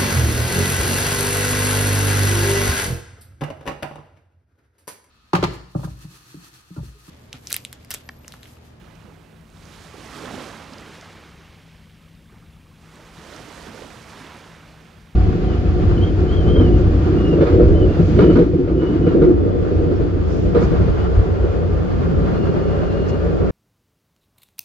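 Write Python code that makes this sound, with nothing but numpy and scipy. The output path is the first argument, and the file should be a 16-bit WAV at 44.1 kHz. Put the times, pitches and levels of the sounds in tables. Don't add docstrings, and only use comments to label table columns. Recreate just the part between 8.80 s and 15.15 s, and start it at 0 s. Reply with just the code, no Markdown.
import sys
import numpy as np
from scipy import signal
from scipy.fft import rfft, irfft, next_fast_len
from scipy.io import wavfile
from scipy.ndimage import uniform_filter1d, map_coordinates

SR = 44100
rng = np.random.default_rng(int(sys.argv[2]) if len(sys.argv) > 2 else 0)


def wav_out(sig):
    wavfile.write(sys.argv[1], SR, np.round(np.clip(np.atleast_2d(sig).T, -1, 1) * 32767).astype(np.int16))


N = 280035

# start in seconds, level before trim in dB, starting pitch in Hz, left minus right in dB.
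AIR_POCKETS = [(0.245, -35, 194, -11), (1.141, -30, 395, -9), (1.438, -25, 416, -10),
               (1.536, -23.5, 217, -7), (1.921, -31.5, 238, -6), (2.019, -38, 287, -6),
               (3.525, -41, 385, -2), (4.379, -34, 165, 4), (4.55, -33.5, 263, 0), (4.598, -35, 237, -5),
               (4.868, -29.5, 363, -13), (4.88, -32.5, 197, -2), (5.022, -31, 445, -12),
               (5.41, -34, 250, -6)]


def amp(db):
    return 10 ** (np.asarray(db) / 20)


def unit(x):
    return x / np.sqrt(np.mean(x ** 2) + 1e-20)


def curves(rows):
    seconds, *columns = np.transpose(rows)
    return [np.interp(np.arange(N) / SR, seconds, column) for column in columns]


def wobble(rate):
    knots = rng.standard_normal(int(N * rate / SR) + 4)
    return map_coordinates(knots, [np.arange(N) * rate / SR])


def filtered(x, response):
    size = next_fast_len(N + 8192)
    gain = response(np.fft.rfftfreq(size, 1 / SR))
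    return irfft(rfft(x, size) * gain, size)[..., :N]


def coloured(x, spectrum):
    f, db = np.transpose(spectrum)
    return unit(filtered(x, lambda hz: amp(np.interp(np.log(hz + 1), np.log(f), db))))


def placed(x, pan_db):
    left = 1 / (1 + amp(-pan_db))
    return 2 * np.array([left * x, (1 - left) * x])


def add(track, s, sound):
    part = track[..., round(s * SR):][..., :sound.shape[-1]]
    part += sound[..., :part.shape[-1]]


def ping(age, rise):
    shape = (1 - np.exp(-age / rise)) * np.exp(-age)
    return shape / (shape.max(axis=-1, keepdims=True) + 1e-12)


def bubbles(low_hz, high_hz, cycles, spread_db, count, size):
    when, pitch, strength = rng.random((count, 3)).T[:, :, None]
    hz = low_hz * (high_hz / low_hz) ** pitch
    turns = hz * np.arange(size) / SR
    age = turns / cycles
    gain = amp(-spread_db * np.log(1 - .995 * strength)) * hz
    rings = gain * ping(age, rise=0.18) * np.sin(2 * np.pi * turns * (1 + 0.042 * age))
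    at = (when * N).astype(int) + np.arange(size)
    return unit(np.bincount(at.ravel(), rings.ravel(), N)[:N])


def patchy(depth_db):
    z = signal.stft(rng.standard_normal(N), nperseg=512)[2]
    field = uniform_filter1d(rng.standard_normal(z.shape), size=4, axis=0)
    field = uniform_filter1d(field, size=6, axis=1)
    return unit(signal.istft(z * amp(depth_db * unit(field)), nperseg=512)[1][:N])


def water(cloud, spectrum, level_db, pan_db, blur_db, width_db, churn_db):
    body = coloured(cloud + amp(blur_db) * patchy(depth_db=1.1), spectrum)
    spread = amp(width_db) * coloured(rng.standard_normal(N), spectrum)
    churn = unit(amp(churn_db * wobble(28)))
    return amp(level_db) * churn * (placed(body, pan_db) + [spread, -spread])


def background():
    # time in seconds, wind level before trim in dB.
    wind_levels = [(0, -50), (.3, -52.5), (.7, -51.5), (1.4, -50.5), (2.6, -53.5), (3.3, -51.5),
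                   (4.4, -52.5), (5.15, -50.5), (6.35, -52)]
    # frequency in Hz, relative level in dB.
    rumble_spectrum = [(15, -27), (28, -16), (45, -3), (65, -2), (100, -2), (130, -6.5), (180, -6.5),
                       (220, -9.5), (290, -15), (450, -25.5), (1000, -33), (4000, -69)]
    # mean frequency in Hz, level before trim in dB.
    hum_partials = [(72, -63.5), (161.5, -54.5), (218, -63.5)]
    wind_db, = curves(wind_levels)
    wind = placed(coloured(rng.standard_normal(N), rumble_spectrum), 2.7)
    eddies = amp(-29) * np.array([coloured(rng.standard_normal(N), rumble_spectrum) for _ in range(2)])
    hum = np.zeros(N)
    for hz, db in hum_partials:
        level = amp(db + 0.1 + 0.72 * wobble(2.7))
        phase = 2 * np.pi * np.cumsum(hz + 0.82 * wobble(7)) / SR
        hum += level * np.sqrt(2) * np.sin(phase)
    return amp(wind_db + 2.5) * (wind + eddies) + placed(hum, 2.9)


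def trickle():
    # frequency in Hz, relative level in dB.
    trickle_spectrum = [(350, -25), (490, 2.5), (720, -16.5), (1100, 0), (1500, -5.5), (2300, -16.5),
                        (4000, -11.5), (8000, -35)]
    gurgle = bubbles(451, 3564, cycles=7.6, spread_db=2.5, count=1600, size=1500)
    return placed(amp(-65) * coloured(gurgle, trickle_spectrum), -7.0)


def backwash(level_db, pan_db):
    # frequency in Hz, relative level in dB.
    shingle_spectrum = [(700, -28), (1400, -5), (2300, 0), (3200, -3), (4200, -7.5), (6000, -13),
                        (10000, -37), (15000, -48)]
    rattle = bubbles(1334, 8970, cycles=2.8, spread_db=2.5, count=12000, size=240)
    return water(rattle, shingle_spectrum, level_db + 0.33, 0.36 * pan_db,
                 blur_db=5.5, width_db=-16.5, churn_db=0.67)


def spray(level_db, pan_db):
    # frequency in Hz, relative level in dB.
    spray_spectrum = [(1000, -29), (2500, -1.5), (4000, 0), (5300, -1.5), (7000, -4.5), (10000, -10),
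                      (12500, -16.5), (15500, -35)]
    # frequency in Hz, relative level in dB.
    hiss_spectrum = [(200, 6), (1000, -12), (4000, -5), (8000, -1), (12000, -3.5), (15500, -8)]
    drops = bubbles(2530, 14500, cycles=2.56, spread_db=3.0, count=24000, size=90)
    patter = water(drops, spray_spectrum, level_db + 0.12, pan_db - 0.6,
                   blur_db=2.5, width_db=-23, churn_db=1.27)
    sizzle = np.hypot(amp(-67.5), amp(level_db - 15))
    return patter + sizzle * coloured(rng.standard_normal(N), hiss_spectrum)


def ticks(pan_db, cycles=1.53, level_db=7.0):
    # start in seconds, level before trim in dB, pitch in Hz.
    strikes = [(0.154, -54, 5800), (0.61, -57, 10500), (0.702, -52.5, 7300), (0.8545, -45, 6000),
               (1.457, -37, 3560), (1.936, -37.5, 5000), (1.9838, -39, 5000), (2.211, -41.5, 4750),
               (2.2125, -42.5, 6300), (3.351, -55, 4660), (4.1575, -48, 8000), (4.564, -38.5, 5500)]
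    out, t = np.zeros(N), np.arange(SR // 100) / SR
    for s, db, hz in strikes:
        envelope = ping(hz * t / cycles, rise=0.72)
        add(out, s, amp(db + level_db) * envelope * np.sin(2 * np.pi * hz * t))
    return placed(out, pan_db)


def glugs(cycles=1.58, glide=0.012, level_db=-4.0):
    out, t = np.zeros((2, N)), np.arange(SR // 10) / SR
    for s, db, hz, pan_db in AIR_POCKETS:
        age = hz * t / cycles
        tone = np.sin(2 * np.pi * hz * t * (1 + glide * age))
        add(out, s, placed(amp(db + level_db) * ping(age, rise=0.37) * tone, pan_db))
    return out


def surf(plunge_db, plunge_pan_db, wash_db, wash_pan_db):
    # frequency in Hz, relative level in dB.
    plunge_spectrum = [(40, -40), (100, -20), (200, -2), (300, 1.5), (420, 1), (560, -1.5), (750, -5.5),
                       (1100, -10), (2500, -30), (6000, -80)]
    wash_spectrum = [(150, -29), (450, -9.5), (800, -2), (1050, -2), (1300, -1), (2000, -5.5), (2600, -9.5),
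                     (3200, -11.5), (4500, -16.5), (7000, -20.5), (15000, -57)]
    thump_spectrum = [(60, -35), (95, -6), (125, 0.5), (175, -6.5), (230, 0), (320, -10), (600, -53)]
    big = bubbles(149.3, 1192, cycles=2.03, spread_db=1.2, count=3000, size=1200)
    small = bubbles(603, 3990, cycles=4.07, spread_db=2.5, count=11000, size=440)
    plunge = water(big, plunge_spectrum, plunge_db + 0.13, plunge_pan_db - .8,
                   blur_db=9.5, width_db=-31, churn_db=0.7)
    wash = water(small, wash_spectrum, wash_db + 0.54, wash_pan_db + 0.1,
                 blur_db=8.5, width_db=-22, churn_db=0.28)
    thump_gain = amp(-40.5 + 1.7 * (plunge_db + 38.0))
    thump = thump_gain * coloured(rng.standard_normal(N), thump_spectrum)
    return placed(thump, plunge_pan_db + 10.0) + plunge + wash


def swell(age, rise_s, hold_s, fall_db_per_s):
    fall_db = fall_db_per_s * np.maximum(age - rise_s - hold_s, 0)
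    return np.clip(age / rise_s, 0, 1) * amp(-fall_db)


def together(t, gains, pans_db):
    power = np.square(gains) + 1e-14
    total = power.sum(axis=0)
    pan_db = (power * pans_db).sum(axis=0) / total
    return curves(np.column_stack([t, 10 * np.log10(total), pan_db]))


def shore():
    # start in seconds, rise in seconds, hold in seconds, wash level before trim in dB,
    # wash fall in dB per second, plunge over wash in dB, spray over wash in dB, left minus right in dB.
    crests = [(-0.2, 0.13, 0.25, -56.5, 12, 1.5, -15.5, -18), (0.672, 0.3, .17, -50.5, 11, -1, -4, -10),
              (1.093, 0.35, .19, -41.6, 28, -.5, -6.5, -8.5), (1.75, 0.32, 0.2, -49, 24, -2.5, -9.3, -2.5),
              (3.3, 0.29, 0.41, -66.5, 15.5, -2, -20, -4.5), (3.47, .06, 0.018, -61, 81, -5, -18, -3),
              (3.917, 0.25, 0.097, -52.5, 14, -1.5, -7.5, -5), (4.165, .02, .02, -65, 110, -6, 1, -8),
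              (4.257, 0.27, .52, -46.5, 17.5, -.5, -5.5, -10), (5.19, .16, 0.17, -46, 24, -4, -10, -5.5),
              (5.959, 0.054, 0.048, -60.5, 24, -5, -22.5, -28)]
    control_hz = 400
    plunge_fall, spray_fall = 0.81, 1.09
    spray_lead_s = 0.04
    pan_db_per_s = 0.5
    full_wash_db, full_length_s = -44.5, 0.4
    full_drain_db, drain_grows, drain_fall_db_per_s = -54, .55, 7.5
    drain_s, dry_s = 1.9, .6
    surge_db, surge_rise_s, surge_hold_s, surge_fall_db_per_s = -16, 0.022, 0.021, 116

    t, gains, pans = np.arange(0, N / SR, 1 / control_hz), [], []
    for s, rise, hold, db, fall, plunge_db, spray_db, pan_db in crests:
        age = t - s
        wet = np.clip(1 - (age - rise - drain_s) / dry_s, 0, 1)
        drain_db = full_drain_db + drain_grows * (db - full_wash_db)
        volume = np.clip((rise + hold) / full_length_s, 0, 1)
        gains.append([amp(db + plunge_db) * swell(age, rise, hold, fall * plunge_fall),
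                      amp(db) * swell(age, rise, hold, fall),
                      amp(db + spray_db) * swell(age + spray_lead_s, rise, hold, fall * spray_fall),
                      amp(drain_db) * volume * wet * swell(age, rise, hold, drain_fall_db_per_s)])
        pans.append(np.minimum(pan_db + pan_db_per_s * np.maximum(age - rise, 0), 0))
    plunge, wash, foam, drain = map(list, zip(*gains))

    surges, surge_pans = [], []
    for s, db, _, pan_db in AIR_POCKETS:
        age = t - s + surge_rise_s / 2
        surges.append(amp(db + surge_db) * swell(age, surge_rise_s, surge_hold_s, surge_fall_db_per_s))
        surge_pans.append(np.full(len(t), pan_db))
    plunging = together(t, plunge + surges, pans + surge_pans)
    return [plunging] + [together(t, layer, pans) for layer in (wash, foam, drain)]


def scene():
    plunge, wash, foam, drain = shore()
    foam_pan_db = foam[1]
    bed = background() + trickle()
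    edge = backwash(*drain) + spray(*foam) + ticks(foam_pan_db)
    return bed + edge + glugs() + surf(*plunge, *wash)


def record(dry):
    return filtered(dry, lambda hz: hz < 15700)


dry = scene()
out = record(dry)
wav_out(out)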